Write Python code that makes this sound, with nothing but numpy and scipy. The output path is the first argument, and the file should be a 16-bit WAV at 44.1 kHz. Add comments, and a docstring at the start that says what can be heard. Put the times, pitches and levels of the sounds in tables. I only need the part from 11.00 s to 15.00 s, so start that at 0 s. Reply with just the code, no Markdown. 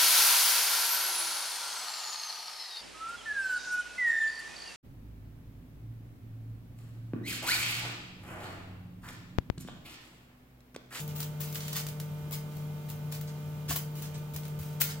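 """Foil lining a tray snaps and crinkles as whole wet fish are lifted and laid down on it.
Single creases snap over, and crumpling sets off dense runs of tiny cracks. The fish land with soft
slaps that ring the damped metal, and their weight rocks the tray in low thuds. Foil and slaps ring
briefly in a small, hard kitchen, while an appliance's motor and fan hum steadily behind."""
import sys
import numpy as np
from scipy import signal
from scipy.fft import rfft, irfft, next_fast_len
from scipy.io import wavfile
from scipy.ndimage import uniform_filter1d

SR = 44100
rng = np.random.default_rng(int(sys.argv[2]) if len(sys.argv) > 2 else 0)


def generate_wav(sig):
    """Save sig (samples, or channels by samples) to the path in sys.argv[1] as 16-bit PCM at SR."""
    pcm = np.round(np.clip(np.atleast_2d(sig).T, -1, 1) * 32767).astype(np.int16)
    wavfile.write(sys.argv[1], SR, pcm)


N = 176400
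T = np.arange(N) / SR
SIDES = np.array([[1], [-1]])  # left, right
MOTOR_HZ = 150


def amp(db):
    """Decibels to gain."""
    return 10 ** (np.asarray(db) / 20)


def rms(x):
    """Average level of a signal."""
    return np.sqrt(np.mean(x ** 2) + 1e-20)


def unit(x):
    """Scale to rms 1."""
    return x / rms(x)


def at_hz(table, hz, column=1):
    """Read a column of a table on a log-frequency axis."""
    table = np.array(table)
    return np.interp(np.log(hz + 1e-3), np.log(table[:, 0]), table[:, column])


def pan(db):
    """Left and right gains for a left-right level difference."""
    return amp(SIDES * db / 2)


def drift(rate_hz):
    """Slow random modulation, rms 1."""
    hz = np.fft.rfftfreq(N, 1 / SR)
    return unit(irfft(rfft(rng.standard_normal(N)) / (1 + (hz / rate_hz) ** 2), N))


def add(out, start_s, x):
    """Mix a sound in at a time."""
    i = max(int(start_s * SR), 0)
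    out[..., i:i + x.shape[-1]] += x[..., :N - i]


def even_burst(envelope):
    """Noise under an envelope, its spectrum evened out so that it has no pitch; energy 1."""
    x = rng.standard_normal(envelope.shape) * envelope
    for _ in range(4):  # flatten the spectrum, then restore the envelope
        spectrum = rfft(x)
        x = irfft(spectrum / (np.abs(spectrum) + 1e-12), envelope.shape[-1])
        x = x * envelope / np.sqrt(np.abs(uniform_filter1d(x ** 2, size=64)) + 1e-14)
    return x / np.sqrt(np.sum(x ** 2, axis=-1, keepdims=True))


def place(x, treble_db, shelf_hz=10600, scatter_db=-2.5, scatter_decay_s=0.0049):
    """Give a burst its treble, its spot on the tray and counter scatter: rows left, right, room send."""
    t = T[:SR // 30]
    size = next_fast_len(len(x) + len(t))
    hz = np.fft.rfftfreq(size, 1 / SR)
    shelf = amp(treble_db * hz ** 8 / (hz ** 8 + shelf_hz ** 8))
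    spectrum = rfft(np.pad(x, (20, 0)), size) * shelf
    left_lead_s = rng.normal(-0.00012, 0.00012)
    direct = np.exp(1j * np.pi * hz * left_lead_s * SIDES) * pan(db=1)
    scatter = even_burst(np.tile(np.exp(-t / scatter_decay_s), (2, 1)))
    stereo = direct + amp(scatter_db) * rfft(scatter, size)
    return irfft(spectrum * np.vstack([stereo, np.ones(len(hz))]), size)


def foil_crinkles(cracks_per_s=2600, spread_db=3, attack_share=0.1, gain_db=0.5):
    """Foil crumples under a fish or a hand: a quick swell of tiny cracks of uneven size."""
    # crumples of the foil: t/s, length/s, relative level/dB, treble/dB
    crumples = [(0.0, 0.018, -39.5, 0), (0.084, 0.038, -49, -12), (0.15, 0.088, -48.5, 4),
                (0.197, 0.041, -43.5, -3), (0.4, 0.065, -42.5, -1.5), (0.47, 0.078, -49, -2),
                (0.544, 0.042, -42.5, 2.5), (0.597, 0.15, -45, -7), (0.72, 0.03, -39.5, -23),
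                (0.749, 0.062, -33.5, -5.5), (1.318, 0.04, -38, -1.5), (1.511, .13, -59, -1),
                (1.884, 0.046, -49, 0), (2.114, 0.063, -44.5, -2), (2.273, 0.032, -48, -16),
                (2.317, 0.29, -64, -12), (2.682, 0.06, -40, -9), (2.692, 0.042, -32, -0.5),
                (2.755, 0.024, -35.5, 3.5), (2.955, 0.08, -49.5, -4), (3.019, 0.056, -45, -8),
                (3.142, .025, -44.5, -24), (3.339, 0.037, -47, 0), (3.435, 0.077, -55, -4),
                (3.586, 0.032, -49, 2), (3.61, 0.15, -54.5, -4), (3.801, 0.018, -31, -1),
                (3.84, 0.071, -41.5, -25), (3.886, 0.044, -38.5, -10)]
    out = np.zeros((3, N))
    for start, length, db, treble_db in crumples:
        chance, size, sign = rng.random((3, SR // 4))
        crack_db = spread_db * np.minimum(-np.log(size), 3.5)
        cracks = (chance < cracks_per_s / SR) * amp(crack_db) * np.sign(sign - 0.5)
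        cracks = cracks[:int(length * SR)]
        progress = np.linspace(0, 1, len(cracks))
        press = np.interp(progress, [0, attack_share, 1], [0.1, 1, 0.1]) ** 0.5
        add(out, start, place(amp(db + gain_db) * unit(cracks * press), treble_db))
    return out


def tone(hz, db, pan_db, waver_rad, waver_db=0.92):
    """A stereo sine that wavers a little in level and phase."""
    phase = 2 * np.pi * (hz * T + rng.random()) + waver_rad * drift(rate_hz=2.7)
    width_rad = SIDES * 0.092 * min(hz / MOTOR_HZ, 6)
    level = amp(db + waver_db * drift(rate_hz=7.1))
    return np.sqrt(2) * level * pan(pan_db) * np.sin(phase + width_rad)


def appliance_hum():
    """The motor's harmonics, the higher ones less steady, and faint wavering tones beside them."""
    # motor harmonics: multiple, level/dB, left-right/dB
    harmonics = [(1, -38.5, 0.5), (3, -56.5, -4.5), (4, -60.5, -3.5), (6, -62, -1.5), (8, -67.5, -6),
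                 (9, -70.5, -7), (10, -70, 12.5), (14, -73.5, -11), (16, -75, -16), (21, -73, 6)]
    # tones off the harmonic series: f/Hz, level/dB, left-right/dB
    drones = [(50.5, -65, 3), (95, -57, -2.5), (115.3, -61, 3), (189.3, -56, 0), (218.2, -62.5, -7),
              (239.7, -61, -1), (287, -69.5, -2), (2821, -75.5, 1)]
    motor = sum(tone(k * MOTOR_HZ, db, pan_db, waver_rad=0.098 * k ** 0.8)
                for k, db, pan_db in harmonics)
    return motor + sum(tone(hz, db, pan_db, waver_rad=0.46) for hz, db, pan_db in drones)


def fan_air(level_db=-48):
    """A smooth rush of air from the fan, narrow in the bass and wide in the treble."""
    # spectrum of the moving air: f/Hz, relative density/dB, left-right correlation, left-right/dB
    rush = [(19.8, -10, .85, 10), (42, -24, .85, 0), (75, 0, 1, -1), (102, 1.5, 0.74, -5), (168, 1, .9, 9),
            (250, -7.5, 0.79, 2), (390, -8.5, 0.72, -4.5), (810, -12.5, 0.3, 3), (1330, -18, 0.1, -4),
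            (2100, -21, 0.067, 1), (3150, -20.5, 0.033, -3), (4600, -26.5, 0.033, -3),
            (9800, -29, 0.042, 0), (16000, -30, .1, -1)]
    hz = np.fft.rfftfreq(N, 1 / SR)
    mid, side = rfft(rng.standard_normal((2, N)))
    alike = at_hz(rush, hz, column=2)
    noise = np.sqrt(1 + alike) * mid + SIDES * np.sqrt(1 - alike) * side
    colour = amp(at_hz(rush, hz)) * pan(at_hz(rush, hz, column=3))
    return amp(level_db) * unit(irfft(colour * noise, N))


def foil_snaps(rise_s=0.00052, decay_s=0.0021, gain_db=6):
    """Single creases snap over, each with one sharp tick of noise."""
    # snapping creases: t/s, relative level/dB, treble/dB
    creases = [(0.077, -42.5, 5), (0.16, -40, 4), (0.175, -51, -2), (0.203, -32, 2), (0.228, -33, -4),
               (0.404, -40.5, 9), (0.415, -40, 5), (0.526, -39, 2), (0.545, -40, 0), (0.555, -29, -18),
               (0.605, -33.5, -21), (0.68, -31.5, -4.5), (0.729, -31.5, -0.5), (0.765, -30.5, 2),
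               (0.866, -32.5, -4), (0.886, -36, -1), (0.9993, -34.5, -1.5), (1.309, -43, 4),
               (1.567, -48.5, 3), (1.899, -40, 3), (2.123, -35, -2), (2.211, -40, 2), (2.760, -28, 3.5),
               (2.953, -43, -4), (3.022, -41, 2), (3.179, -50, 3), (3.336, -46.5, 6), (3.361, -34, 0.5),
               (3.433, -43.5, -14), (3.452, -41.5, -6), (3.48, -49, 2), (3.631, -48, 6), (3.8091, -28, 11),
               (3.8149, -20, 2.5), (3.818, -28, -1), (3.834, -46, -11), (3.865, -49, 3)]
    out, t = np.zeros((3, N)), T[:SR // 50]
    rise, fall = 1 - np.exp(-t / rise_s), np.exp(-t / decay_s)
    for start, db, treble_db in creases:
        snap = unit(even_burst(rise * fall)) * rms(fall)
        add(out, start, place(amp(db + gain_db) * snap, treble_db))
    return out


def foil():
    """Snaps and crinkles take the thin, bright colour of the sheet: rows left, right, room send."""
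    # colour of the foil: f/Hz, gain/dB
    colour = [(200, -63), (500, -11), (950, -1.5), (1700, 0.5), (2900, 2), (5500, 0.5), (9500, 0.5),
              (12500, -1.5), (16000, 1)]
    crackle = foil_snaps() + foil_crinkles()
    hz = np.fft.rfftfreq(2 * N, 1 / SR)
    return irfft(rfft(crackle, 2 * N) * amp(at_hz(colour, hz)))[:, :N]


def fish_thuds(rise_s=0.012):
    """The soft weight of a fish rocks the tray for a few cycles."""
    # weight landing on the tray: t/s, level/dB, f/Hz
    thuds = [(2.691, -34.5, 79), (2.757, -45, 95), (3.335, -42, 82), (3.595, -35.5, 88.5)]
    out, t = np.zeros(N), T[:SR // 2]
    swell = t / rise_s * np.exp(1 - t / rise_s)
    for start, db, hz in thuds:
        add(out, start, amp(db) * swell * np.sin(2 * np.pi * hz * t))
    return out


def fish_slaps(decay_s=0.0046, band_ratio=1.4):
    """Wet skin meets the tray: a brief, dull burst and the damped ring of the metal."""
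    # wet contacts: t/s, relative level/dB, band centre f/Hz, relative ring level/dB
    slaps = [(2.695, -30.5, 228, -60), (2.710, -27.5, 960, -39), (2.758, -33.5, 950, -49),
             (3.8145, -24.5, 1840, -68)]
    # modes of the loaded tray: f/Hz, relative level/dB, t60/s
    tray_modes = [(281, 2, 0.066), (702, 8, 0.07), (983, 1, .06), (1118, 7, .09), (1290, -15, 0.051)]
    out, t = np.zeros(N), T[:SR // 5]
    fall = np.exp(-t / decay_s)
    for start, db, hz, ring_db in slaps:
        band = signal.butter(3, [hz / band_ratio, hz * band_ratio], "band", fs=SR, output="sos")
        smack = unit(signal.sosfilt(band, even_burst(fall))) * rms(fall)
        add(out, start, amp(db) * smack)
        for mode_hz, mode_db, t60 in tray_modes:
            ring = np.sin(2 * np.pi * mode_hz * t) * np.exp(-np.log(1000) * t / t60)
            add(out, start, amp(ring_db + mode_db) * ring)
    return out


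def kitchen(send, onset_s=0.0041):
    """The small, hard room answers with a diffuse tail that dies band by band."""
    # decay of the room: f/Hz, t60/s
    decays = [(300, 0.25), (1500, 0.33), (4000, 0.28), (9000, 0.27), (16000, 0.23)]
    centres, t60 = np.transpose(decays)
    rates = np.log(1000) / t60
    t = T[:SR // 2]
    hz = np.fft.rfftfreq(len(t), 1 / SR)
    envelope = np.exp(-rates.mean() * t) * (1 - np.exp(-t / onset_s))
    spectrum = rfft(even_burst(np.tile(envelope, (2, 1))))
    tail = np.zeros((2, len(t)))
    for one_band, rate in zip(np.eye(len(centres)), rates):
        band = np.interp(np.log(hz + 1), np.log(centres), one_band)
        tail += irfft(spectrum * band, len(t)) * np.exp((rates.mean() - rate) * t)
    return signal.fftconvolve(send[None], tail, axes=1)[:, :N]


def scene(tray_db=-4.5, slap_send_db=-6.5):
    """Foil and drier slaps in the room, with dry thuds, over a bed of hum and air."""
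    crackle, slaps = foil(), fish_slaps()
    foil_stereo, foil_send = crackle[:2], crackle[2]
    room = kitchen(foil_send + amp(slap_send_db) * slaps) * pan(db=-1)
    return amp(tray_db) * (foil_stereo + slaps + room) + fish_thuds() + appliance_hum() + fan_air()


def record(dry, cutoff_hz=15750):
    """The microphone ports ring in the top octave, the left one more; the very top is cut."""
    # colour of the two ports: f/Hz, left gain/dB, right gain/dB
    ports = [(1160, 0, -0.5), (2370, -4.5, 0), (4900, 0, -0.5), (7220, -3, 2), (9000, -2.5, -2),
             (11200, 2.5, -1), (13350, 5, 3.5), (14100, 8.5, 5.5), (16000, 11, -22)]
    hz = np.fft.rfftfreq(2 * N, 1 / SR)
    colour = amp([at_hz(ports, hz, column=1), at_hz(ports, hz, column=2)])
    coloured = irfft(rfft(dry, 2 * N) * colour)[:, :N]
    high_cut = signal.ellip(10, 0.3, 80, cutoff_hz, fs=SR, output="sos")
    return signal.sosfilt(high_cut, coloured)


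dry = scene()
out = record(dry)
generate_wav(out)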